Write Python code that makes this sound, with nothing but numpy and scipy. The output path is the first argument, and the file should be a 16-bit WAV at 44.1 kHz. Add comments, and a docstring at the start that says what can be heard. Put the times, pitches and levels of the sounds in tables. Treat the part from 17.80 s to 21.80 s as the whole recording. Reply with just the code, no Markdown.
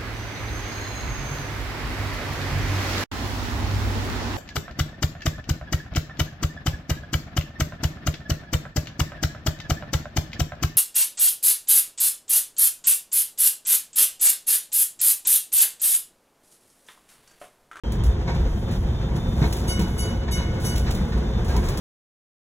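"""Inside a trolley rolling slowly through a rail yard. The body rumbles and drones, the wheels roar
on the rails and the electrics whine. The wheels knock over joints, hard blows set the floor and
wall panels ringing, and loose fittings rattle. A clapper strikes the warning bell four times,
and the bell rings through the cabin."""
import sys
import numpy as np
from scipy import signal
from scipy.fft import rfft, irfft
from scipy.io import wavfile

SR = 44100
rng = np.random.default_rng(int(sys.argv[2]) if len(sys.argv) > 2 else 0)


def wrap_up_sound(samples):
    """Save the sound to the file named by the first command line argument, as 16-bit audio."""
    columns = np.atleast_2d(samples).T
    # keep every value between -1 and 1, then stretch to whole-number steps
    tamed = np.clip(columns, -1, 1)
    steps = np.round(tamed * 32767).astype(np.int16)
    wavfile.write(sys.argv[1], SR, steps)


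N = 176400

# How loud the ride is. Each row: time in seconds, then the levels in dB of the deep rumble,
# the upper rumble, the rolling roar and the hiss.
RIDE_LEVELS = [(.04, -9.5, -6.5, 2.5, -6), (.2, 6, 3, 2.5, -6), (.3, 7.5, -4.5, 3, -20),
               (.43, -0.5, 0.5, 1.5, -2), (.6, 7, -1, 1.5, 0.5), (.68, 7, 1, 2.5, 3),
               (.78, -6, 0.5, 0.5, 4.5), (1.05, 5, 0, 2, -2), (1.3, -4.5, 2.5, 1, -2.5),
               (1.52, 0, 4, 2.5, 4.5), (1.68, 2.5, -2.5, 5, 14.5), (1.9, -2.5, 3.5, 2.5, 3),
               (2.25, 1.5, 0, 3.5, 9), (2.45, 0, -0.5, 0, -6.5), (2.75, -3, 1.5, 4, 0.5),
               (3.05, 3, 2, 2.5, 6), (3.5, -4.5, 3.5, 4, -3), (3.85, 6.5, 0.5, 4.5, 8),
               (4, -4, 1.5, 3.5, 7)]
# The clank of the wheel frame under the floor. Each row: frequency in Hz, level in dB.
CLANK_SPECTRUM = [(200, -99), (450, -64), (600, -67), (790, -66.5), (950, -65), (1250, -72.5), (1600, -70),
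                  (2000, -74.5), (2400, -73), (3100, -80), (4000, -75), (6500, -84.5), (10000, -106),
                  (15500, -108)]
# The bright click of a fitting or the bell's clapper. Each row: frequency in Hz, level in dB.
CLICK_SPECTRUM = [(700, -100), (2000, -79.5), (3500, -77), (6000, -77.5), (8500, -81.5), (10500, -80),
                  (13000, -87.5), (15500, -84.5)]


def undb(db):
    """Turn decibels into a number to multiply a sound by."""
    return 10 ** (np.asarray(db) / 20)


def seconds():
    """The time of every sample."""
    return np.arange(N) / SR


def curve(table, column=1):
    """Gain over time, gliding between the dB levels in one column of a table."""
    rows = np.array(table, float)
    return undb(np.interp(seconds(), rows[:, 0], rows[:, column]))


def drift(rate_hz):
    """A smooth random wobble, about 1 in size and mostly slower than rate_hz."""
    hz = np.arange(N // 2 + 1) * SR / N
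    wobble = irfft(rfft(rng.standard_normal(N)) / (1 + (hz / rate_hz) ** 4), N)
    return wobble / wobble.std()


def stereo(hz):
    """How alike the left and right sides are at a frequency, and how far the left wave is ahead."""
    # Each row: frequency in Hz, likeness from 0 to 1, lead of the left side in radians.
    sides = [(20, 1, 0), (60, .997, 0), (120, .993, -.1), (250, .97, -.2), (400, .86, -.3), (550, .73, -.7),
             (700, .44, .6), (950, .64, -.3), (1300, .4, -.1), (1900, .35, 1.2), (2500, .57, 3.1),
             (2800, .6, 3), (3100, .2, 1.4), (3400, .56, 1.4), (3800, .8, 1.9), (4400, .95, 3),
             (4750, .995, 3.14), (5100, .95, 3.4), (5900, .85, 5.1), (6900, .98, 6.28), (7600, .9, 6.7),
             (8400, .93, 9), (9050, .995, 9.42), (9500, .95, 9.8), (10400, .93, 12.2), (11500, .96, 12.8),
             (12600, .93, 15.4), (13200, .995, 15.7), (13700, .95, 16.1), (14600, .95, 18.5),
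             (16000, .98, 19.2)]
    freqs, likeness, lead = np.array(sides).T
    return np.interp(hz, freqs, likeness), np.interp(hz, freqs, lead)


def noise(spectrum, split_hz=None):
    """Stereo noise shaped by a spectrum; with split_hz, its parts below and above that frequency."""
    hz = np.maximum(np.arange(N // 2 + 1) * SR / N, 1)
    freqs, db = np.array(spectrum, float).T
    gain = undb(np.interp(np.log(hz), np.log(freqs), db)) * np.sqrt(SR / 2)
    edge_fade = np.minimum(hz / freqs[0], 1) ** 2 * np.minimum(freqs[-1] / hz, 1) ** 2
    left, other = rfft(rng.standard_normal((2, N)))
    likeness, lead = stereo(hz)
    right = (likeness * left + np.sqrt(1 - likeness ** 2) * other) * np.exp(-1j * lead)
    both = gain * edge_fade * np.array([left, right])
    if split_hz is None:
        return irfft(both, N)
    low_share = 1 / (1 + (hz / split_hz) ** 4)
    return irfft(both * low_share, N), irfft(both * (1 - low_share), N)


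def tone(hz, waver, waver_hz, lead=0, wander=0):
    """A stereo tone that wavers as echoes mix; wander lets its pitch drift by about that fraction."""
    cycles = np.cumsum(hz * (1 + wander * drift(2.23))) / SR if wander else hz * seconds()
    echoes = waver * (drift(waver_hz) + 1j * drift(waver_hz)) / np.sqrt(2)
    wave = (1 + echoes) * np.exp(2j * np.pi * cycles) * np.sqrt(2 / (1 + waver ** 2))
    return np.array([wave.imag, (wave * np.exp(-1j * lead)).imag])


def blow(start, rise, fade, hold=0):
    """How a hit swells, holds and dies away, in seconds. A fade time is the time to fall by 60 dB."""
    age = np.maximum(seconds() - start, 0)
    return (1 - np.exp(-age / rise)) * np.exp(-np.log(1000) * np.maximum(age - hold, 0) / fade)


def body():
    """The trolley's body rumbles and drones at its own natural pitch."""
    # The rumble. Each row: frequency in Hz, level in dB.
    rumble_spectrum = [(22, -52), (29, -41), (38, -46), (58, -39), (72, -43.5), (95, -47.5), (125, -46.5),
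                       (160, -52.5), (200, -52.5), (235, -53), (265, -67), (450, -97)]
    # The drone's swells. Each row: time in seconds, level in dB.
    drone_levels = [(0, -36), (.28, -23), (.45, -31), (.58, -18), (.8, -49), (1.7, -27), (2.8, -36.5),
                    (3.05, -27), (3.7, -25.5), (4, -37)]
    deep, upper = noise(rumble_spectrum, split_hz=89)
    deep = deep * curve(RIDE_LEVELS, column=1)
    upper = upper * curve(RIDE_LEVELS, column=2) * undb(0.65 * drift(rate_hz=7.6))
    drone = curve(drone_levels) * tone(hz=59.57, waver=0.96, waver_hz=14, wander=0.0282)
    return undb(-1.5) * (deep + upper) + drone


def wheels():
    """Wheels roll on the rails with an uneven roar and a fine hiss on top."""
    # The rolling noise. Each row: frequency in Hz, level in dB.
    roll_spectrum = [(150, -63), (290, -66), (352, -59), (385, -66), (440, -61.5), (495, -68.5),
                     (525, -61.5), (590, -74.5), (715, -67.5), (745, -72), (950, -72.5), (1200, -78),
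                     (1600, -79), (2300, -84.5), (3000, -86), (4200, -88.5), (6300, -91), (7500, -97.5),
                     (9500, -100), (11500, -100), (15500, -105)]
    roar, hiss = noise(roll_spectrum, split_hz=7900)
    roar = roar * curve(RIDE_LEVELS, column=3) * undb(1.5 * drift(rate_hz=19))
    hiss = hiss * curve(RIDE_LEVELS, column=4) * undb(drift(rate_hz=30))
    return roar + hiss


def electrics():
    """The electrics make two thin whines: the higher comes and goes, the lower dies away."""
    # One table for each whine. Each row: time in seconds, level in dB.
    high_levels = [(.05, -70), (.2, -55.5), (.33, -51), (.41, -65), (.55, -53), (.74, -63), (.88, -52.5),
                   (.96, -50), (1.03, -69), (1.1, -53), (1.28, -49), (1.33, -74), (1.39, -49.5),
                   (1.58, -49.5), (1.8, -53.5), (2.9, -59), (3.2, -50), (3.35, -59), (3.48, -51.5),
                   (3.59, -48.5), (3.64, -64), (4, -53)]
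    low_levels = [(.04, -47), (.12, -55), (.22, -55), (.34, -75), (.7, -60), (1, -57), (4, -85)]
    high = curve(high_levels) * tone(hz=3583, waver=0.22, waver_hz=26, lead=1.67)
    low = curve(low_levels) * tone(hz=3180, waver=1.0, waver_hz=33, lead=1.67)
    return high + low


def jolts():
    """The wheels and their frame give small knocks at random moments."""
    jolts_per_s, fade_s, level_db = 17, 0.2, -8.5
    hits = (rng.random(N) < jolts_per_s / SR) * rng.random(N) ** 2
    kept_per_sample = np.exp(-2 * np.log(1000) / (fade_s * SR))
    power = signal.lfilter([1], [1, -kept_per_sample], hits)  # gives each hit a fading tail
    return undb(level_db) * np.sqrt(power) * noise(CLANK_SPECTRUM)


def knocks():
    """Wheels cross rail joints: the floor thuds, the wheel frame clanks and a part of it rings."""
    # Each row: start in seconds, thud in dB, clank in dB, hold in seconds, ring in Hz, ring in dB.
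    joints = [(0.472, -1.5, 0.5, 0.037, 2224, -41.5), (0.542, -1.5, -5.5, 0.023, 2300, -53),
              (0.888, -0.5, -6, 0.051, 970, -62), (1.613, 6.5, 2, 0.04, 3970, -44),
              (1.986, 1, -3, 0.053, 345, -33), (2.478, -16, -0.5, 0.0099, 1786, -39.5),
              (2.567, -5.5, -3, 0.062, 1610, -65), (2.838, 3, -1.5, 0.02, 1690, -57),
              (3.062, -7, 1, 0.032, 1870, -53), (3.15, -3, -7.5, 0.077, 2030, -54),
              (3.317, -9, -0.5, 0.016, 1820, -47), (3.689, -13, -1.5, 0.023, 1670, -42.5),
              (3.739, -5.5, -6, 0.04, 950, -34.5), (3.827, -8, -4.5, 0.12, 1030, -47.5)]
    # The floor's thud. Each row: frequency in Hz, level in dB.
    thud_spectrum = [(30, -86), (80, -50), (170, -43), (250, -60.5), (400, -71), (700, -74), (2000, -100)]
    thud = clank = ring = 0
    for start, thud_db, clank_db, hold, ring_hz, ring_db in joints:
        shape = blow(start, rise=0.0042, fade=0.17, hold=hold)
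        thud += undb(thud_db) * shape
        clank += undb(clank_db) * shape
        rough_tone = tone(ring_hz, waver=4.6, waver_hz=2 * np.sqrt(ring_hz), lead=stereo(ring_hz)[1])
        ring += undb(ring_db) * shape * rough_tone
    return thud * noise(thud_spectrum) + clank * noise(CLANK_SPECTRUM) + ring


def clunks():
    """Hard blows from the wheel frame set the floor and the wall panels ringing."""
    # Each row: start in seconds, floor level in dB, panel level in dB.
    hard_blows = [(.476, -6.5, -1), (.497, -12, -1.5), (1.313, -7, -12), (1.616, 2.5, -3.5), (1.639, 1, 1),
                  (1.995, 0, -15), (2.011, 0, -5.5), (2.481, -10, -8), (2.598, -3.5, -4), (3.778, -3, -2.5)]
    # The tones they ring with. Each row: frequency in Hz, level in dB, fade time in seconds.
    floor_tones = [(113, -25, .1), (151, -14.5, 0.081), (192, -20, .07), (331, -30.5, 0.039),
                   (437, -26, 0.09)]
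    panel_tones = [(687, -32, .12), (946.7, -29.5, 0.15), (1538, -40, 0.19), (1835, -36.5, 0.045),
                   (2215, -28.5, .08)]
    rise_s, pitch_spread = 0.0019, 0.018
    out = np.zeros((2, N))
    for start, floor_db, panel_db in hard_blows:
        first = int(start * SR)
        age = seconds()[:min(SR // 2, N - first)]
        for tones, blow_db in (floor_tones, floor_db), (panel_tones, panel_db):
            for hz, db, fade in tones:
                pitch = hz * (1 + pitch_spread * rng.standard_normal())
                phase = 2 * np.pi * pitch * age - np.array([[0], [stereo(hz)[1]]])
                shape = (1 - np.exp(-age / rise_s)) * np.exp(-np.log(1000) * age / fade)
                size = rng.choice([-1, 1]) * undb(blow_db + db)
                out[:, first:first + len(age)] += size * shape * np.sin(phase)
    return out


def rattles():
    """Loose fittings crack once, then chatter in tiny bounces, smeared by the cabin."""
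    # Each row: start in seconds, level in dB, fade time in seconds.
    shakes = [(0.12, -3.5, 0.18), (.236, -3.5, 0.29), (.549, -15, .1), (.91, -8.5, 0.59), (1.357, -8, 0.19),
              (1.725, 1.5, 0.29), (1.765, -7.5, 0.4), (1.992, 0.5, 0.27), (2.081, -9, 0.066),
              (2.799, -6, 1), (2.957, 0.5, .2), (2.979, -2.5, 0.13), (3.107, 2.5, 0.16), (3.148, -10, 0.32),
              (3.377, -16, 0.15), (3.646, -9, 0.18), (3.681, -8, 0.62), (3.764, -1.5, 0.15),
              (3.839, -8, .3), (3.886, -0.5, 0.15), (3.973, 4, 0.1)]
    bounces_per_s, bounce_s, bounce_db = 260, 0.0012, 6.5
    rise_s, crack_db = 0.0011, -2
    ticks = (rng.random(N) < bounces_per_s / SR) * rng.random(N)
    bounces = signal.lfilter([1], [1, -np.exp(-1 / (bounce_s * SR))], ticks)
    chatter = np.sqrt(1 + undb(bounce_db) ** 2 * bounces)
    bursts = 0
    for start, db, fade in shakes:
        crack = undb(crack_db) * blow(start, rise_s / 2, fade=0.017)
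        bursts += undb(db) * (crack + blow(start, rise_s, fade))
    return noise(CLICK_SPECTRUM) * chatter * bursts


def scatter(hz, width_hz):
    """Many echoes in the cabin blur a tone into a band of noise around its pitch."""
    freqs = np.arange(N // 2 + 1) * SR / N
    left = rfft(rng.standard_normal(N)) / (1 + 1j * (freqs - hz) / width_hz)
    right = left * np.exp(-1j * stereo(freqs)[1])
    band = irfft(np.array([left, right]), N)
    return band / band.std()


def clapper(strikes):
    """The clapper hits the bell with a bright clash and a short, dry clack."""
    # The clash. Each row: frequency in Hz, level in dB.
    clash_spectrum = [(1000, -20), (2500, -8), (3800, -4), (4700, -2), (5300, -7), (5900, -5), (6400, 2),
                      (6900, 0), (7300, -14), (8000, -2), (10300, -1), (11700, -6), (12300, -14),
                      (13000, -5), (15500, -13)]
    clash_db, clack_db = -74, -2
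    clash = clack = 0
    for start, db, _ in strikes:
        clash += undb(clash_db + db) * blow(start, rise=0.0055, fade=0.2)
        clack += undb(clack_db + db) * blow(start, rise=0.0011, fade=0.05)
    return clash * noise(clash_spectrum) + clack * noise(CLICK_SPECTRUM)


def bell():
    """Each strike renews the bell's many tones, a little differently; the cabin scatters them."""
    # Each row: start in seconds, level in dB, extra level for higher tones in dB per octave.
    strikes = [(1.874, 1.5, -1), (2.177, 0.5, -0.5), (2.509, 1, -0.5), (2.84, 2, 1.5)]
    # The tones the bell rings with. Each row: frequency in Hz, level in dB, fade time in seconds,
    # lead of the left side in radians.
    bell_tones = [(1468, -50.5, 2.7, -.6), (2169, -44, 1.1, 1.7), (2945, -37.5, .72, -1.8),
                  (3789, -45, .6, 1.9), (3835, -53, .4, 1.9), (4511, -52, .4, 3), (4655, -48, .35, 3.1),
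                  (4707, -38.5, .36, 3.1), (4785, -46, .33, 3.1), (5097, -50, .35, -3),
                  (5693, -42, .55, -1.6), (5735, -49, .35, -1.5), (6217, -48, .3, -.7),
                  (6272, -47, .3, -.6), (6400, -47, .3, -.2), (6452, -45, .36, -.1), (6510, -44, .35, 0),
                  (6745, -46, .48, 0), (7770, -48, .28, 1.2), (7883, -45, .3, 1.5), (8255, -48, .28, 2.4),
                  (8317, -46.5, .28, 2.6), (8467, -50, .28, 3), (9070, -47, .3, 3.1), (9474, -50, .28, -3),
                  (9638, -46, .3, -2.1), (10045, -52, .28, -1.7), (10115, -53, .28, -1.5),
                  (10349, -41.5, .28, -.9), (11267, -49.5, .3, 0), (11700, -44, .3, 1),
                  (12810, -55, .25, 3.1), (13150, -52, .25, 3.1), (14604, -49, .22, -.9)]
    level_db, spread_db = 1.5, 1.9
    ring_delay_s, cabin_fade_s = 0.004, 0.36
    middle_hz = np.median([row[0] for row in bell_tones])
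    out = clapper(strikes)
    for hz, tone_db, fade, lead in bell_tones:
        octaves = np.log2(hz / middle_hz)
        rise = 0.011 * np.sqrt(middle_hz / hz)  # low tones swell more slowly
        ring_power = echoes = 0
        for start, db, tilt in strikes:
            size = undb(level_db + tone_db + db + tilt * octaves + spread_db * rng.standard_normal())
            ring_power += (size * blow(start + ring_delay_s, rise, fade)) ** 2
            echoes += size * blow(start + ring_delay_s, rise, min(fade, cabin_fade_s))
        out += np.sqrt(ring_power) * tone(hz, waver=0.47, waver_hz=26, lead=lead)
        scatter_db = -5.5 + 1.5 * octaves  # high tones scatter most
        out += undb(scatter_db) * echoes * scatter(hz, width_hz=30)
    return out


def scene():
    """Everything heard from a seat by the window."""
    return body() + wheels() + knocks() + clunks() + jolts() + rattles() + electrics() + bell()


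def record(dry):
    """The phone thins the deepest rumble, starts a moment late and cuts the highest treble."""
    low_cut_hz, high_cut_hz, start_s = 27, 15800, 0.036
    low_cut = signal.butter(4, low_cut_hz, "highpass", fs=SR, output="sos")
    high_cut = signal.ellip(10, 0.2, 80, high_cut_hz, fs=SR, output="sos")
    thinned = signal.sosfilt(low_cut, dry)
    return signal.sosfilt(high_cut, thinned * (seconds() > start_s))


dry = scene()
out = record(dry)
wrap_up_sound(out)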